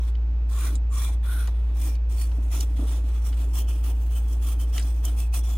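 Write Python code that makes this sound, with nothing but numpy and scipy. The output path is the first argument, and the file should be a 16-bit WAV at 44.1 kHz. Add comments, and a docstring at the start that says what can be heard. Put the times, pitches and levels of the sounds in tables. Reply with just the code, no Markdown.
"""A brush hisses and rasps over metal fins: a faint touch, some longer strokes, then mostly quick ones.
It is a toothbrush on the aluminium fins of a heat sink inside a sheet-metal cabinet, made of flicking noise.
Single fins sing as narrow bands of noise, the plastic head clicks on metal (noise bursts and ringing modes),
and the panel drones and booms when the hand bumps it.
Behind it all a motor hums low and steady in the workshop, with rumble, moving air and a thin fan whine."""
import sys
import numpy as np
from scipy import signal
from scipy.fft import rfft, irfft, next_fast_len
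from scipy.io import wavfile
from scipy.ndimage import uniform_filter1d, map_coordinates

SR = 44100
rng = np.random.default_rng(int(sys.argv[2]) if len(sys.argv) > 2 else 0)


def generate_wav(signal):
    """Clip the signal to [-1, 1] and save it as 16-bit WAV at the path in sys.argv[1]."""
    frames = np.transpose(np.atleast_2d(signal))
    scaled = np.clip(frames, -1, 1) * 32767
    pcm = np.round(scaled).astype(np.int16)
    wavfile.write(sys.argv[1], SR, pcm)


N = 245842  # length in samples
TIME = np.arange(N) / SR  # s
TOP_HZ = 15850  # nothing is kept above this


def amp(db):
    """Turn decibels into a gain."""
    return 10 ** (np.asarray(db) / 20)


def unit(x):
    """Scale a sound to rms 1."""
    return x / np.sqrt(np.mean(x ** 2) + 1e-20)


def along(points, hz):
    """Read a curve of (f/Hz, value) points on a logarithmic frequency axis."""
    f, v = np.transpose(points)
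    return np.interp(np.log(hz + 1), np.log(f + 1), v)


def curves(rows):
    """Draw straight lines between timed rows: one value per sample for each column after the time."""
    s, *columns = np.transpose(sorted(map(tuple, rows)))
    return [np.interp(TIME, s, column) for column in columns]


def wobble(rate):
    """Draw a smooth random curve with this many random points a second."""
    knots = rng.standard_normal(int(N * rate / SR) + 4)
    return map_coordinates(knots, [TIME * rate])


def filtered(x, response):
    """Change each frequency of x by a response given as a function of frequency in Hz."""
    n = x.shape[-1]
    m = next_fast_len(n + 8192)  # spare room for the filter's tail
    spectrum = rfft(x, m) * response(np.fft.rfftfreq(m, 1 / SR))
    return irfft(spectrum, m)[..., :n]


def add(track, s, sound):
    """Mix a sound into a track at time s."""
    part = track[round(s * SR):][:len(sound)]
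    part += sound[:len(part)]


def rush(spectrum):
    """Make stereo noise of rms 1 that comes from all around, with nearly equal sides in the bass."""
    # how alike the two sides are: f/Hz, likeness (1 = the same)
    alike = [(60, 0.98), (130, 1), (280, 0.94), (550, 0.69), (1100, 0.043), (4000, 0.032)]

    def mid_side(hz):
        turn = np.arccos(np.clip(along(alike, hz), -1, 1)) / 2
        return amp(along(spectrum, hz)) * [np.cos(turn), np.sin(turn)]

    mid, side = filtered(rng.standard_normal((2, N)), mid_side)
    return unit(np.array([mid + side, mid - side]))


def workshop():
    """Motor hum of steady sine tones over a low rumble, moving air and a thin fan whine, all shaped noise."""
    # the motor's shaft line, then mains and frame tones: f/Hz, rms level/dB
    hum = [(57.45, -22), (42.3, -48.5), (81.4, -56), (87.5, -52.5), (121.4, -58), (142.3, -58), (169, -63),
           (287, -60), (459, -68), (802, -72.5), (862, -68.5)]
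    # colours of the three noises: f/Hz, relative level per Hz/dB
    rumble = [(15, -38), (35, -21), (62, 9.5), (85, 6), (110, -1), (170, -14.5), (230, -50.5)]
    air = [(76, -32), (130, 1), (172, 2), (215, -9.5), (302, -5.5), (350, -7.5), (746, -12), (1200, -15.5),
           (2000, -19.5), (2600, -21), (4200, -28), (6500, -33), (10000, -58), (15800, -69)]
    fan_whine = [(2000, -65), (2440, -11.5), (2546, -1), (2650, -19), (3200, -64)]
    tones = sum(amp(db) * np.sqrt(2) * np.sin(2 * np.pi * (hz * TIME + rng.random())) for hz, db in hum)
    return tones + amp(-45.5) * rush(rumble) + amp(-52.5) * rush(air) + amp(-69.5) * rush(fan_whine)


def panel(drone_gain, attack_s):
    """The sheet metal drones under the strokes and booms softly in its own modes when bumped."""
    # the hand bumps the panel: t/s, relative level/dB
    bumps = [(0.726, -34), (0.765, -38), (2.384, -32.5), (2.752, -36), (2.792, -26), (2.824, -27.5),
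             (3.04, -37), (3.574, -48), (3.691, -38), (4.846, -33)]
    # how the sheet rings: f/Hz, relative level/dB, time to fall 60 dB/s
    panel_modes = [(182, -5, 0.092), (245, -5, 0.11), (279, 4.5, 0.071), (337, -24, 0.044),
                   (635, -4, 0.024)]
    # colour of the drone: f/Hz, relative level per Hz/dB
    drone_colour = [(100, -39.5), (200, -10), (285, 2.5), (380, -4.5), (550, -11), (800, -13), (1400, -22),
                    (3000, -68)]
    hold_db = -56.5  # drone under the steadying hand, before the left-right balance
    booms = np.zeros(N)
    t = np.arange(SR // 4) / SR
    for s, db in bumps:
        ring = 0
        for hz, level, t60 in panel_modes:
            bent_hz = hz * (1 + rng.normal(0, 0.027))  # each bump rings at slightly different pitches
            ring = ring + amp(level - 60 * t / t60) * np.sin(2 * np.pi * bent_hz * t)
        add(booms, s, amp(db - 1.0) * ring * (1 - np.exp(-t / attack_s)))
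    drone = np.hypot(drone_gain, amp(hold_db)) * rush(drone_colour)
    return (booms + drone) * amp([[-.8], [.8]])  # a little louder on the right


def clicks(ring_db, attack_s):
    """Plastic on metal: a short noisy crack, and the fin modes that lie in its band."""
    # the head clicks on metal: t/s, relative level/dB, centre f/Hz, width/octaves, crack's 60 dB fall/s
    taps = [(0.152, -46, 2880, 0.77, .025), (0.754, -32, 7670, 0.2, 0.024),
            (0.754, -39.5, 4570, 0.57, 0.028), (1.089, -42, 830, 0.55, 0.095),
            (1.474, -37.5, 3060, 1.8, 0.028), (1.477, -37.5, 700, 0.8, 0.064),
            (1.953, -43.5, 4200, 0.68, .02), (2.316, -44, 790, 0.97, 0.057), (2.316, -47, 2960, 0.74, .03),
            (2.604, -28, 6900, 1, 0.014), (2.6077, -23, 6500, 0.93, 0.016), (3.327, -44, 2330, 1, 0.07),
            (4.7796, -24.5, 2660, 1.5, 0.021), (4.795, -24, 8200, 0.13, 0.014),
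            (4.797, -40, 2970, 1.3, 0.11), (4.824, -42, 5160, 0.39, 0.058),
            (5.051, -25.5, 8050, 0.64, 0.039), (5.338, -39.5, 7170, 2.4, 0.031)]
    # how the knocked fins ring: f/Hz, relative level/dB, time to fall 60 dB/s
    fin_modes = [(1943, -5.5, 0.1), (2910, 7, .018), (3850, -4, 0.07), (4220, -5, 0.017), (8200, -6, .045)]
    out = np.zeros(N)
    t = np.arange(SR // 6) / SR
    for s, db, centre_hz, octaves, t60 in taps:
        band = lambda hz: 1 / (1 + (np.log2((hz + 1) / centre_hz) / octaves) ** 4)
        crack = unit(filtered(rng.standard_normal(len(t)), band)) * amp(-60 * t / t60)
        ring = sum(band(hz) * amp(level - 60 * t / life) * np.sin(2 * np.pi * hz * t)
                   for hz, level, life in fin_modes)
        add(out, s, amp(db - 1.0) * (crack + amp(ring_db) * ring) * (1 - np.exp(-t / attack_s)))
    return out


def singing_fins():
    """A fin rings in narrow bands at its pitch and overtones while the bristles pass over it."""
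    # single fins singing: start t/s, length/s, pitch f/Hz, level before the partial's own/dB
    singing = [(0.498, 0.23, 1125, -53), (.58, 0.16, 1480, -53), (0.636, 0.064, 2030, -51.5),
               (.895, 0.14, 1130, -51.5), (0.974, .14, 2320, -52.5), (1.234, 0.25, 1480, -47.5),
               (1.737, 0.27, 2360, -61), (2.166, 0.1, 4460, -56), (3.527, .14, 3190, -52.5),
               (3.665, 0.057, 3030, -56.5), (4.116, 0.08, 3050, -55), (4.258, .11, 3220, -59),
               (4.42, 0.16, 3200, -56), (4.584, .07, 3110, -53.5), (4.721, 0.097, 3140, -49),
               (5.05, 0.039, 3070, -49), (5.167, 0.11, 2590, -57), (5.323, 0.043, 2570, -48.5),
               (5.335, 0.48, 3380, -57.5)]
    # how any one fin rings: multiple of its pitch, width/Hz, relative level/dB
    fin_partials = [(1, 160, 2), (2.48, 350, -9.5), (6.3, 830, -2), (7.6, 2300, -0.5)]
    out = np.zeros(N)
    for start, length, pitch_hz, db in singing:
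        n = round(length * SR)
        swell = np.sin(np.linspace(0, np.pi, n))
        for multiple, width_hz, partial_db in fin_partials:
            centre = multiple * pitch_hz

            def resonance(hz):
                damping = 1j * hz * width_hz
                return (damping / (centre ** 2 - hz ** 2 + damping)) ** 2

            ring = unit(filtered(rng.standard_normal(n), resonance))
            audible = centre < TOP_HZ
            add(out, start, amp(db + partial_db) * audible * ring * swell)
    return out


def flicks(rate, flick_db, clump_db, shared):
    """Bristles let go of the fin edges in tufts, over smooth friction; each side hears its own mix."""
    snaps = (rng.random((3, N)) < rate / SR) * rng.standard_normal((3, N))
    friction = rng.standard_normal((3, N)) + amp(flick_db) * unit(snaps)
    pair = np.sqrt(shared) * friction[0] + np.sqrt(1 - shared) * friction[1:]
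    return unit(pair * amp(clump_db * wobble(170)))


def shifting(x, patchy_db):
    """As the brush moves on it meets other fins, so the colour drifts at random in narrow bands."""
    z = signal.stft(x, nperseg=512)[2]
    field = rng.standard_normal(z.shape)
    field = uniform_filter1d(field, size=3, axis=1)  # smooth over frequency
    field = uniform_filter1d(field, size=20, axis=2)  # smooth over time
    return signal.istft(z * amp(patchy_db * unit(field)), nperseg=512)[1][:, :N]


def scrape(near, far, excitation, patchy_db):
    """Bristle friction coloured by the resonances of the fins under the brush, rms about 1."""
    # resonances of the fin pack: f/Hz, width/Hz, lift at the near end/dB, lift at the far end/dB
    fin_pack = [(2130, 190, -1.5, -0.5), (2580, 250, -0.5, 5), (3130, 870, -5.5, 1.5), (3380, 130, -2.5, 7),
                (4330, 260, -2.5, 5), (5470, 400, 4, 4), (6590, 370, 1.5, 9), (8260, 180, 5.5, 7.5),
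                (9300, 320, 4.5, 8), (10450, 430, 0.5, 7), (12700, 330, 8, 5), (14800, 500, 0, 3.5)]
    # where the brush works: t/s, place (0 = near end of the fins, 1 = far end)
    place = [(0, 0.16), (1.45, 0.14), (1.9, 0.73), (2.6, 0.69), (3.3, 0.53), (3.6, 0.96), (4.7, 0.77),
             (5.1, 0.8), (5.5, 0.84)]
    drifting = shifting(excitation, patchy_db)

    def colour(spectrum, end):
        lift = lambda hz: sum(db[end] / (1 + (2 * (hz - centre) / width) ** 2)
                              for centre, width, *db in fin_pack)
        return unit(filtered(drifting, lambda hz: amp(along(spectrum, hz) + lift(hz))))

    reach = curves(place)[0]
    return (1 - reach) * colour(near, 0) + reach * colour(far, 1)


def brush(hiss_gain, rasp_gain, brightening, tips_hz, unsteady_db):
    """Each stroke hisses at the bristle tips and rasps in the fins; harder strokes are brighter."""
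    # colours at the two ends of the fins: f/Hz, relative level per Hz/dB
    hiss_near = [(3000, -42), (4100, -10.5), (4900, -16), (5600, -1), (6500, -6), (7600, -2), (9300, -1),
                 (10300, -2), (11500, -6), (12400, -6), (13800, -17.5), (14700, 4), (15800, -8)]
    hiss_far = [(3000, -46), (4100, -18.5), (4900, -8.5), (5600, -2), (6500, -8), (8100, 0.5), (9300, -7.5),
                (11000, -4), (12200, -11.5), (13600, -3), (14500, -1.5), (15800, -4)]
    rasp_near = [(350, -16), (700, -14.5), (1100, 0.5), (1500, -5.5), (2000, -2.5), (2400, -3.5),
                 (2800, -9), (3400, 4.5), (4300, -10.5), (5000, -18), (7000, -45)]
    rasp_far = [(350, -16), (700, 4.5), (1000, 4), (1400, -4), (2200, -4.5), (2700, -1.5), (3200, 1),
                (3800, -6.5), (5000, -25.5), (7000, -38)]
    # top treble as the bristles tilt: t/s, level before brightening/dB
    tip_sizzle = [(1.0, -1.5), (1.3, 2.5), (2.2, -1.5), (2.7, -1), (3.3, -1), (4.0, 4.5), (4.5, -0.5),
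                  (5.1, 1.5)]
    bristles = flicks(rate=600, flick_db=-7, clump_db=1.5, shared=0.54)  # rate in snaps a second
    bristles = bristles * amp(unsteady_db * wobble(35))
    tips = scrape(hiss_near, hiss_far, bristles, patchy_db=3.5)
    top = filtered(tips, lambda hz: 1 - 1 / (1 + (hz / tips_hz) ** 8))  # the sizzle of the very tips
    hardness = hiss_gain / amp(-45.5)
    sizzle = amp(curves(tip_sizzle)[0]) * hardness ** brightening
    hiss = amp(3.0) * hiss_gain * (tips + top * (sizzle - 1))
    rasp = amp(1.5) * rasp_gain * scrape(rasp_near, rasp_far, bristles, patchy_db=2.5)
    return hiss + rasp


def pressure(start, length, crest, swell_db):
    """Gain of one stroke: the bristles bite, swell up to the crest, ease off and spring free."""
    attack_s, release_s = 0.0072, 0.012
    end = start + length
    crest_s = start + length * np.clip(crest, .05, .95)
    swell = np.interp(TIME, [start, crest_s, end], [-swell_db, 0, -swell_db])
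    before = np.maximum(start + attack_s - TIME, 0) / attack_s
    after = np.maximum(TIME - end, 0) / release_s
    return amp(swell) * np.exp(-np.minimum(before + after, 20))


def scrubbing_levels():
    """Gains of hiss, rasp and panel drone: the strokes and the light drag around them add in power."""
    # brush strokes: start t/s, length/s, hardest point as a share of the length, swell up to it/dB,
    # then relative levels of bristle hiss/dB, fin rasp/dB, panel drone/dB
    strokes = [ (0.0, 0.099, 0.93, 1.5, -59, -58, -71), (0.489, 0.26, 0.64, 10, -42.5, -45.5, -46),
               (0.914, 0.18, 0.7, 11.5, -39, -44.8, -53), (1.231, 0.27, 0.4, 9.5, -50, -47, -53),
               (1.742, 0.19, 0.65, 22, -38, -44, -45.5), (2.089, 0.19, 0.63, 14.5, -43, -49.5, -71),
               (2.429, 0.036, .6, 1, -58.5, -68, -61), (2.511, 0.12, 0.25, 5.5, -40, -44.5, -44.5),
               (2.76, 0.085, .3, 1.5, -55.5, -55, -43), (2.862, 0.12, 0.88, 2, -49.5, -51.5, -47.5),
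               (3.043, 0.14, 0.94, -0.5, -61.5, -59.5, -59), (3.223, 0.11, 0.41, 14.5, -43.5, -48, -51),
               (3.366, 0.082, .6, 7, -49, -51, -45.5), (3.534, 0.087, 0.63, 8.5, -40, -46, -47),
               (3.672, 0.12, 0.11, 12.5, -49.5, -50.5, -57), (3.832, 0.081, 0.34, 4, -47.5, -48.5, -46.5),
               (3.993, 0.06, .6, 17.5, -53.5, -61, -68), (4.104, 0.091, 0.78, 7.5, -45, -49.5, -52),
               (4.272, 0.086, 0.72, 11.5, -47.5, -57, -51), (4.417, 0.12, 0.97, 6, -43, -48, -50),
               (4.586, 0.057, .45, 10, -43.5, -52.5, -46), (4.725, .075, 0.62, 11.5, -39.5, -43.5, -45.5),
               (4.804, .11, 0.86, 1, -51.5, -55, -55), (5.024, 0.12, 0.19, 18, -42.5, -43, -44),
               (5.159, 0.11, 0.29, 12, -45, -48.5, -54), (5.328, 0.071, 0.23, 6.5, -38, -44.5, -50),
               (5.43, 0.16, 0.42, 6.5, -46.5, -50.5, -51)]
    # bristles rest on the fins and drag lightly: start t/s, end t/s, then the same three levels/dB
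    resting = [(1.05, 1.144, -55.5, -56.5, -53), (1.5, 1.74, -70.5, -64, -58), (1.742, 1.95, -59, -63, -57),
               (2.1, 5.2, -61, -64.5, -54)]
    panel_lag_s, panel_swell = 0.021, 0.89  # the drone trails the stroke and swells less
    power = np.zeros((3, N))
    for start, length, crest, swell_db, hiss_db, rasp_db, drone_db in strokes:
        push = pressure(start, length, crest, swell_db)
        late_push = pressure(start + panel_lag_s, length, crest, panel_swell * swell_db)
        power[:2] += np.outer(amp([hiss_db, rasp_db]), push) ** 2
        power[2] += (amp(drone_db) * late_push) ** 2
    for start, end, *levels_db in resting:
        power += np.outer(amp(levels_db), pressure(start, end - start, .5, 0)) ** 2
    return np.sqrt(power)


def cabinet(pair, wet_db, t60):
    """The direct upper treble reaches the right side first; close metal walls answer each side differently."""
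    # how late the left side hears the direct sound: f/Hz, delay/s
    left_lag = [(1500, 0), (2400, -.00004), (3400, 0), (4200, .00043)]
    # left level minus right level: f/Hz, level/dB
    balance = [(300, -4), (900, 3), (3200, 1.5), (3900, 0), (5300, -7.5), (6500, -4), (9000, -3.5),
               (11300, -2.5), (12600, -2), (14500, 3.5)]
    t = np.arange(SR // 8) / SR
    paths = rng.standard_normal((2, len(t))) * amp(-60 * t / t60)  # dying random echoes
    paths = paths / np.linalg.norm(paths, axis=1, keepdims=True)
    walls = signal.fftconvolve(pair, paths, axes=1)[:, :N]
    direct = filtered(pair, lambda hz: np.exp(-2j * np.pi * np.outer([1, 0], hz * along(left_lag, hz))))
    heard = (direct + amp(wet_db) * walls) / np.hypot(1, amp(wet_db))
    return filtered(heard, lambda hz: amp(np.outer([.5, -.5], along(balance, hz))))


def scene():
    """Brush, singing fins and clicks inside the cabinet, over the panel and the workshop."""
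    hiss, rasp, drone = scrubbing_levels()
    background = workshop() + panel(drone, attack_s=0.0028)
    knocks = np.tile(clicks(ring_db=-7, attack_s=.0003), (2, 1))  # the same on both sides
    knocks = cabinet(knocks, wet_db=-7, t60=.06)
    strokes = brush(hiss, rasp, brightening=0.13, tips_hz=11500, unsteady_db=1.3)
    scrubbing = cabinet(strokes + singing_fins(), wet_db=-6, t60=.04)
    return background + knocks + scrubbing


def record(dry):
    """Keep only the sound below the top frequency."""
    return filtered(dry, lambda hz: hz < TOP_HZ)


dry = scene()
out = record(dry)
generate_wav(out)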